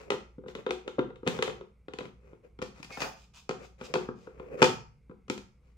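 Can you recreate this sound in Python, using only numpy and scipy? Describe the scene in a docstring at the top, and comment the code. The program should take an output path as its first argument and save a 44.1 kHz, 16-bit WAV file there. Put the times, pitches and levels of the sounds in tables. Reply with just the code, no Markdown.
"""Over a low room hum, fingers rub the lid of a hard plastic lunch box and press plastic cutlery into it:
each contact thuds the table, booms the hollow box and cracks in the lid. A hand knocks as it reaches for a
small steel tin, which clinks, grates and squeaks off the table near 3 s. Fingers brush it as they turn it,
set it on the lid at 3.5 s and push until it snaps home at 4.6 s. A few light taps follow. Throughout,
a hard-walled kitchen rings on around a nearby stereo microphone."""
import sys
import numpy as np
from scipy import signal
from scipy.fft import rfft, irfft
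from scipy.io import wavfile
from scipy.ndimage import uniform_filter1d

SR = 44100
rng = np.random.default_rng(int(sys.argv[2]) if len(sys.argv) > 2 else 0)


def master(y):
    """Save y as 16-bit WAV."""
    cut = np.clip(np.atleast_2d(y).T, -1, 1)
    pcm = np.round(cut * 32767)  # scale
    wavfile.write(sys.argv[1], SR, pcm.astype(np.int16))


N = 254456
TIME = np.arange(N) / SR

# room tone spectrum: f/Hz, level/dB
ROOM_TONE = [(15, -34.5), (25, 7), (69, 5), (202, 0.5), (301, -15.5), (501, -10.5), (604, -24.5),
             (1310, -24.5), (1760, -34), (2180, -20.5), (3090, -36.5), (9520, -41.5), (15000, -52.5)]
# finger strokes on the lid: t/s, length/s, level/dB, grit/0-1
RUBS = [(-.06, .135, -48, .77), (.055, .05, -45, .2), (.465, .065, -51, .95), (.57, .045, -39.5, .4),
        (.845, .065, -44, .1), (1.24, .2, -41, .8), (1.46, .06, -34, .05), (1.53, .1, -49, .2),
        (2.02, .065, -49.5, .75), (2.17, .24, -58, .52), (2.425, .06, -52, .42), (2.73, .11, -56.5, .98),
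        (3.57, .105, -46, .68), (3.775, .12, -50, .9), (3.877, .065, -43, .36), (3.973, .1, -46, .65),
        (4.12, .3, -58, .58), (4.33, .24, -46.5, .3), (4.5, .08, -35.5, .1), (4.57, .085, -32.5, .58),
        (5.6, .16, -72, .9)]
# rub layers, rows box body, lid, hiss: smooth level/dB, gritty level/dB
RUB_MIX = [(0, 0), (-18, 0), (-40, -6)]
# friction EQs for the hollow body, the lid's rustle and the gritty hiss: f/Hz, level/dB
BODY_EQ = [(60, -19.5), (150, -3), (300, -6.5), (400, 4.5), (500, 8.5), (620, -9.5), (1200, -59)]
LID_EQ = [(400, -20), (700, -1.5), (1300, 2.5), (1700, -4.5), (2500, -0.5), (3200, -23), (6000, -43)]
HISS_EQ = [(1500, -24), (3000, 4), (5000, 1.5), (7300, -1.5), (9000, -14), (15000, -24)]
# cutlery pressed into the lid: t/s, level/dB, hardness/0-1, extra table thud/dB
CUTLERY_KNOCKS = [(0.1031, -26.5, .73, -13), (0.1188, -28, .45, -12), (0.138, -38, .5, 2),
                  (0.3818, -52, .12, 16), (0.4368, -49, .05, -10), (0.4599, -44, .07, -1),
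                  (0.4829, -45, .68, -4), (0.551, -40.5, .77, 1), (0.6637, -29, .46, -8),
                  (0.6912, -38, .5, -1), (0.7068, -29.5, .72, -18), (0.8774, -36, .66, -13),
                  (0.9828, -26, 0, 0), (0.9905, -25.5, .36, -1), (1.1027, -45, .33, -16),
                  (1.1576, -53.5, .65, -5), (1.2308, -43, .15, 0), (1.2645, -35, .43, 4),
                  (1.269, -29, .45, 2), (1.2752, -30.5, .86, -20), (1.283, -40, .92, 8),
                  (1.3887, -31, .53, 0), (1.424, -26, .8, -24), (1.4573, -42, .58, -7),
                  (1.477, -32.5, .55, -7), (1.4964, -39.5, .62, -7), (1.6102, -44, .37, -3),
                  (1.8825, -42.5, .52, -8), (1.9356, -41.5, .68, -4), (1.9866, -37, .74, -11),
                  (2.0068, -39, .5, 3), (2.0538, -46.5, .62, 5), (2.331, -51, .2, -7)]
# the hand knocks as it reaches for the tin (first three rows), then the tin knocks on the lid and
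# snaps home: t/s, level/dB, hardness/0-1, extra table thud/dB
HAND_AND_TIN_KNOCKS = [(2.5887, -45.5, .46, 1), (2.6169, -35.5, .58, -10), (2.6237, -39, .76, 2),
                       (3.492, -30.5, .6, -4), (3.5088, -35.5, .54, -14), (3.8119, -40, .5, -1),
                       (3.9389, -27, .69, -11), (3.9544, -26, .42, -8), (4.0859, -34, .1, 3),
                       (4.2698, -43.5, .12, 1), (4.3969, -43, .35, -3), (4.6185, -15.5, .54, -6),
                       (4.6258, -15, .7, -10), (4.6421, -24, .79, -4), (4.6465, -28, .66, -2),
                       (5.0955, -53, .22, 11), (5.1109, -53, .26, 4), (5.2812, -51, .6, 0),
                       (5.2988, -31.5, .76, 2), (5.3773, -47.5, .8, -11)]
# the tin tipping and clinking on the table: t/s, level/dB, hardness/0-1, extra table thud/dB
TABLE_CLINKS = [(2.7998, -60, .5, 15), (2.8286, -49, .88, -7), (2.8456, -53, .88, 1), (2.904, -47, .5, -6),
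                (2.972, -40.5, .42, -2), (3.004, -43.5, .86, -10), (3.0182, -31, .66, -9),
                (3.041, -36.5, .3, -12)]
# layers of those hits, rows thud, boom, clack, crack, tick: soft level/dB, hard level/dB
CUTLERY_MIX = [(-2, -3), (6, 0.5), (-7, -0.8), (-24, 5.8), (-43, 3.6)]
TIN_MIX = [(-2.5, 0), (1.5, -0.5), (-3.3, -1), (-24.5, 3.8), (-39.5, 5.5)]
TABLE_MIX = [(-2, 0), (2, -12), (-1, 0), (-14, 6), (-32, 6)]
# where each of those five layers begins: f/Hz
LAYER_EDGES = [105, 310, 600, 1520, 3500]
# resonances of the box with its lid, the cutlery and the hand-held tin: f/Hz, level/dB, t60/s
BOX_MODES = [(133, -5.5, 0.047), (183.9, -7, 0.087), (218, -6, .05), (266, -1.5, 0.057), (364.4, -6, 0.19),
             (411, 0, 0.055), (444, 0.5, 0.071), (505.8, -0.5, 0.1), (680, -8.5, .025), (792, -7.5, 0.027),
             (915, -3.5, 0.03), (1012.4, -7.5, 0.062), (1138, -6.5, .03), (1295, -4.5, 0.048),
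             (1411, -3, 0.046), (1600, -1.5, 0.036), (1866, -7, .018), (2043, 1.5, 0.022),
             (2200, -3.5, 0.01), (2510, 0, 0.032), (2914, -11.5, 0.004)]
CUTLERY_MODES = [(2870, -5, .012), (3226, -11, 0.0051), (3695, 1, 0.023), (4070, -1.5, .018),
                 (4290, -7, 0.028), (4890, -9, 0.015), (8200, -5, 0.013)]
TIN_MODES = [(1440, -7, 0.05), (1836, -3, 0.1), (2411, 4.5, 0.067), (2628, -6.5, 0.12), (2860, -7, .03),
             (3817, -9.5, .05), (4200, -11, 0.042), (4470, -8, 0.12), (4600, -9, .05), (5010, -3.5, 0.043),
             (5120, -1.5, .03), (6130, -10, .03), (6550, -8, 0.047), (10000, -15, .05)]
# EQ for the tick on top of a hit: f/Hz, level/dB
TICK_EQ = [(3000, 5.5), (5000, -1), (7300, -1), (9000, -11), (12000, -11), (15000, -10)]
# envelopes of the tin's slide: t/s, table rumble level/dB, grating rim level/dB
TIN_DRAG = [(2.89, -67, -64), (2.906, -46, -58), (2.926, -54, -43), (2.964, -55, -49), (2.976, -36, -49),
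            (2.99, -49, -47), (3.018, -35, -34), (3.064, -38, -48), (3.1, -52, -53)]
# EQ for the table top rumbling under the tin: f/Hz, level/dB
TABLE_EQ = [(60, -21), (270, -10.5), (470, -6), (538, 6.5), (590, -6), (640, 2), (700, -1), (800, 3),
            (950, -3.5), (1500, -3), (2800, -17.5), (6000, -34.5)]
# the rim's squeak on the table: start t/s, end t/s, f/Hz, level/dB
SQUEAK = (2.914, 2.974, 2185, -49)
# finger strokes on the tin: t/s, length/s, level/dB
TIN_BRUSHES = [(3.15, .11, -59), (3.334, .075, -52), (3.62, .055, -57), (3.835, .04, -46), (4.15, .13, -65)]
# stereo tilt of the direct sound: f/Hz, left minus right level/dB
STEREO_TILT = [(100, 1.5), (400, 0.5), (1000, 0.5), (2300, 15), (3300, 1.5), (5000, -11), (8000, -5.5),
               (11000, -9.5), (14000, 13.5)]
# kitchen reverb: f/Hz, t60/s, level/dB
KITCHEN = [(60, .4, -4), (130, .75, -1.5), (253, 0.27, -3.5), (400, 0.28, -3.5), (515, .33, -10.5),
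           (685, 0.34, -2.5), (1300, 0.36, -7.5), (2350, .38, -9.5), (3700, 0.25, -3), (5260, .38, -4),
           (8000, 0.25, -3), (15000, 0.25, 0)]


def undb(db):
    """Decibels to gain."""
    return 10 ** (np.asarray(db) / 20)


def unit(x):
    """Scale to rms 1."""
    return x / np.sqrt(np.mean(x ** 2))


def along(hz, points, column=1):
    """Read a column of a table on a log-frequency axis."""
    table = np.array(points, float)
    return np.interp(np.log(np.maximum(hz, 1)), np.log(table[:, 0]), table[:, column])


def blend(mix, share):
    """Crossfade in dB from a mix's first column to its second."""
    first, second = np.transpose(mix)
    return first + np.clip(share, 0, 1) * (second - first)


def causal(x, gain):
    """Minimum-phase filter from gains on an even frequency grid."""
    cepstrum = irfft(np.log(gain))
    half = len(cepstrum) // 2
    cepstrum[1:half] *= 2
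    cepstrum[half + 1:] = 0
    impulse = irfft(np.exp(rfft(cepstrum)))
    return signal.fftconvolve(x, impulse[None], axes=-1)[:, :x.shape[-1]]


def eq(x, curve):
    """Shape a sound with a curve of f/Hz, level/dB."""
    hz = np.fft.rfftfreq(2048, 1 / SR)
    return causal(x, undb(along(hz, curve)))


def cut(x, hz, kind, order=3):
    """Butterworth filter."""
    sos = signal.butter(order, np.minimum(hz, SR / 2 - 100), kind, fs=SR, output="sos")
    return signal.sosfilt(sos, x)


def fade(t, t60):
    """Exponential decay, 60 dB down at t60."""
    return np.exp(-np.log(1000) * t / t60)


def room_tone(air_db=-64.5, width=0.18, hum_hz=59.3, hum_db=-61.5, waver=.5):
    """A bed of low room rumble with the wavering hum of an appliance."""
    noise = rng.standard_normal((3, N))
    air = unit(eq(noise[:1] + width * noise[1:], ROOM_TONE))
    swell = 1 + waver * unit(cut(rng.standard_normal(N), 5.3, "lowpass", order=2))
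    hum = unit(swell * np.sin(2 * np.pi * hum_hz * TIME))
    return undb(air_db) * air + undb(hum_db) * hum


def friction(slips_per_s, spread_db, width):
    """Dense tiny slips of uneven size, some shared by both channels and some on one side only."""
    slipping = rng.random((3, N)) < slips_per_s / SR
    slips = slipping * rng.standard_normal((3, N)) * undb(spread_db * rng.standard_normal((3, N)))
    return slips[:1] + width * slips[1:]


def stroke(start, length, taper):
    """Envelope of a movement that swells and stops."""
    progress = np.clip((TIME - start) / length, 0, 1)
    return (4 * progress * (1 - progress)) ** taper


def finger_rubs(gain_db=-3):
    """Skin slips on the lid and sounds through the hollow box; more grit brings more lid and hiss."""
    slips = friction(slips_per_s=2100, spread_db=3, width=0.94)
    envelopes = sum(np.outer(undb(db + blend(RUB_MIX, grit)), stroke(start, length, taper=1.4))
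                    for start, length, db, grit in RUBS)
    layers = [unit(eq(slips, curve)) for curve in (BODY_EQ, LID_EQ, HISS_EQ)]
    return undb(gain_db) * sum(envelope * layer for envelope, layer in zip(envelopes, layers))


def ring(modes, t, scatter_db=2, detune=.012):
    """Decaying modes; contact point and grip vary their strength and pitch a little."""
    hz, db, t60 = np.array(modes, float).T[:, :, None]
    strength, shift, polarity = rng.standard_normal((len(modes), 3)).T[:, :, None]
    waves = np.sin(2 * np.pi * hz * (1 + detune * shift) * t)
    return np.sum(np.sign(polarity) * undb(db + scatter_db * strength) * fade(t, t60) * waves, axis=0)


def box_modes(low_hz, high_hz):
    """The box's resonances in one register."""
    return [mode for mode in BOX_MODES if low_hz <= mode[0] < high_hz]


def knock(striker_modes, ring_db, levels_db, contact_hz, crack_db=9, chatter_db=-9.5, width=0.92):
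    """One hit: table and box ring low; lid and striker ring high, with a crack and a tail of chatter."""
    t = TIME[:SR // 9]
    thud_hz, boom_hz, clack_hz, crack_hz, tick_hz = LAYER_EDGES
    noise = rng.standard_normal((3, len(t)))
    envelope = undb(crack_db) * fade(t, t60=.018) + undb(chatter_db) * fade(t, t60=0.3)
    burst = (noise[:1] + width * noise[1:]) * envelope
    table = ring(box_modes(thud_hz, boom_hz), t, detune=.008)
    hollow = ring(box_modes(boom_hz, clack_hz), t)
    lid = ring(box_modes(clack_hz, SR), t)
    blow = burst + lid + undb(ring_db) * ring(striker_modes, t, scatter_db=3)
    # band-limiting rounds the attack: the heavy parts take a moment to get moving
    thud = cut(table[None], [thud_hz, 2 * boom_hz], "bandpass", order=2)
    boom = cut(hollow[None], [2 * thud_hz, 1.5 * clack_hz], "bandpass")
    clack = cut(blow, [1.15 * clack_hz, crack_hz], "bandpass", order=5)
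    crack = cut(blow, [crack_hz, tick_hz], "bandpass", order=6)
    tick = eq(cut(blow, tick_hz, "highpass", order=6), TICK_EQ)
    tick = cut(tick, contact_hz, "lowpass", order=2)
    attack = SR // 100  # layers are balanced on their first 10 ms
    return sum(undb(db) * layer / np.sqrt(np.mean(layer[:, :attack] ** 2))
               for db, layer in zip(levels_db, (thud, boom, clack, crack, tick)))


def knocks(hits, modes, mix, ring_db, gain_db):
    """A track of taps, clinks or snaps; a harder contact is quicker, brighter and less boomy."""
    soft_hz, hard_hz = 3000, 10000
    soft_rise_s, hard_rise_s = .0025, .00004
    track = np.zeros((2, N + SR))
    for at_s, db, hardness, thud_db in hits:
        levels_db = db + blend(mix, hardness)
        levels_db[0] += thud_db
        contact_hz = soft_hz * (hard_hz / soft_hz) ** hardness
        rise_s = soft_rise_s * (hard_rise_s / soft_rise_s) ** hardness
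        hit = knock(modes, ring_db, levels_db, contact_hz)
        start, size = int(at_s * SR), hit.shape[1]
        track[:, start:start + size] += hit * (1 - np.exp(-TIME[:size] / rise_s))
    return undb(gain_db) * track[:, :N]


def tin_friction():
    """The rim grates on the rumbling table, then fingers brush the wall; both make the steel sing."""
    times, *curves_db = np.transpose(TIN_DRAG)
    drag, rim = (undb(np.interp(TIME, times, db, left=-200, right=-200)) for db in curves_db)
    brush = sum(undb(db) * stroke(start, length, taper=.5) for start, length, db in TIN_BRUSHES)
    slips = friction(slips_per_s=2800, spread_db=3.5, width=1.0)
    t = TIME[:SR // 2]
    steel = ring(TIN_MODES, t, scatter_db=1, detune=.001) * fade(t, t60=0.062)  # the grip chokes the ring
    drive = unit(slips) * (undb(-5.5) * rim + undb(-13.5) * brush)
    song = signal.fftconvolve(drive, steel[None] / np.linalg.norm(steel), axes=-1)[:, :N]
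    table_rumble = undb(-1.5) * drag * unit(eq(slips, TABLE_EQ))
    grit_hiss = (undb(-10.5) * rim + undb(-7) * brush) * unit(eq(slips, HISS_EQ))
    skin_rustle = undb(-10) * brush * unit(eq(slips, LID_EQ))
    return song + table_rumble + grit_hiss + skin_rustle


def rim_squeak(wobble=0.014, octave_db=-13):
    """Mid-slide, the rim sticks and slips at a nearly steady rate."""
    start, end, hz, db = SQUEAK
    jitter = unit(cut(rng.standard_normal(N), 274, "lowpass"))
    phase = 2 * np.pi * np.cumsum(hz * (1 + wobble * jitter)) / SR
    progress = np.clip((TIME - start) / (end - start), 0, 1)
    swell = np.sqrt(np.abs(np.sin(np.pi * progress)))
    return undb(db) * swell * unit(np.sin(phase) + undb(octave_db) * np.sin(2 * phase))


def place_left(x, lead_s=0.00022):
    """The box stands to the left: that side of the mic hears it first, and each side has its own colour."""
    hz = np.fft.rfftfreq(N, 1 / SR)
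    left, right = rfft(x)
    tilt = undb(along(hz, STEREO_TILT) / 2)
    delay = np.exp(-2j * np.pi * hz * lead_s)
    pan_rms = np.sqrt((tilt ** 2 + tilt ** -2) / 2)
    return irfft([left * tilt, right / tilt * delay] / pan_rms, N)


def kitchen_reverb(x, predelay_s=0.0056, build_s=0.0057, wide_hz=750, bass_width=0.45, wet_db=-1):
    """A diffuse tail in third-octave bands; long waves reach both sides of the mic more alike."""
    t = TIME[:SR * 3 // 4]
    hz = np.fft.rfftfreq(len(t), 1 / SR)
    mid, side = rfft(rng.standard_normal((2, len(t))))
    width = np.clip((hz / wide_hz) ** 1.7, bass_width, 1)
    spectrum = mid + side * width * np.array([[1], [-1]])
    onset = np.clip((t - predelay_s) / build_s, 0, 1)
    tail = 0
    for centre_hz in 50 * 2 ** (np.arange(28) / 3):
        band = np.cos(np.pi / 2 * np.clip(3 * np.log2((hz + 1) / centre_hz), -1, 1)) ** 2
        tail += irfft(spectrum * band, len(t)) * onset * fade(t, along(centre_hz, KITCHEN))
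    # the room's many modes overlap, so their summed strength is smooth over frequency
    power = np.mean(np.abs(rfft(tail)) ** 2, axis=0)
    power = uniform_filter1d(uniform_filter1d(power, size=25), size=15)
    tail = causal(tail, undb(along(hz, KITCHEN, column=2)) / np.sqrt(power + power.mean() / 100))
    return undb(wet_db) * signal.fftconvolve(x, tail, axes=-1)[:, :N]


def scene(steel_send_db=2):
    """Hits, rubs and the sliding tin, dry plus reverb, over room tone; fingers damp the tin's knocks."""
    contacts = knocks(CUTLERY_KNOCKS, CUTLERY_MODES, CUTLERY_MIX, ring_db=2, gain_db=-2)
    contacts += knocks(HAND_AND_TIN_KNOCKS, TIN_MODES, TIN_MIX, ring_db=-6, gain_db=-1.5)
    contacts += knocks(TABLE_CLINKS, TIN_MODES, TABLE_MIX, ring_db=-3, gain_db=-1.5)
    contacts += finger_rubs()
    steel = tin_friction() + rim_squeak()
    reverb = kitchen_reverb(contacts + undb(steel_send_db) * steel)
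    return place_left(contacts) + steel + reverb + room_tone()


def record(dry):
    """The recorder rolls off the deepest bass and cuts the top steeply."""
    bottom_hz, top_hz = 15, 15750
    high_cut = signal.ellip(10, .2, 70, top_hz, fs=SR, output="sos")
    return signal.sosfilt(high_cut, cut(dry, bottom_hz, "highpass", order=2))


dry = scene()
out = record(dry)
master(out)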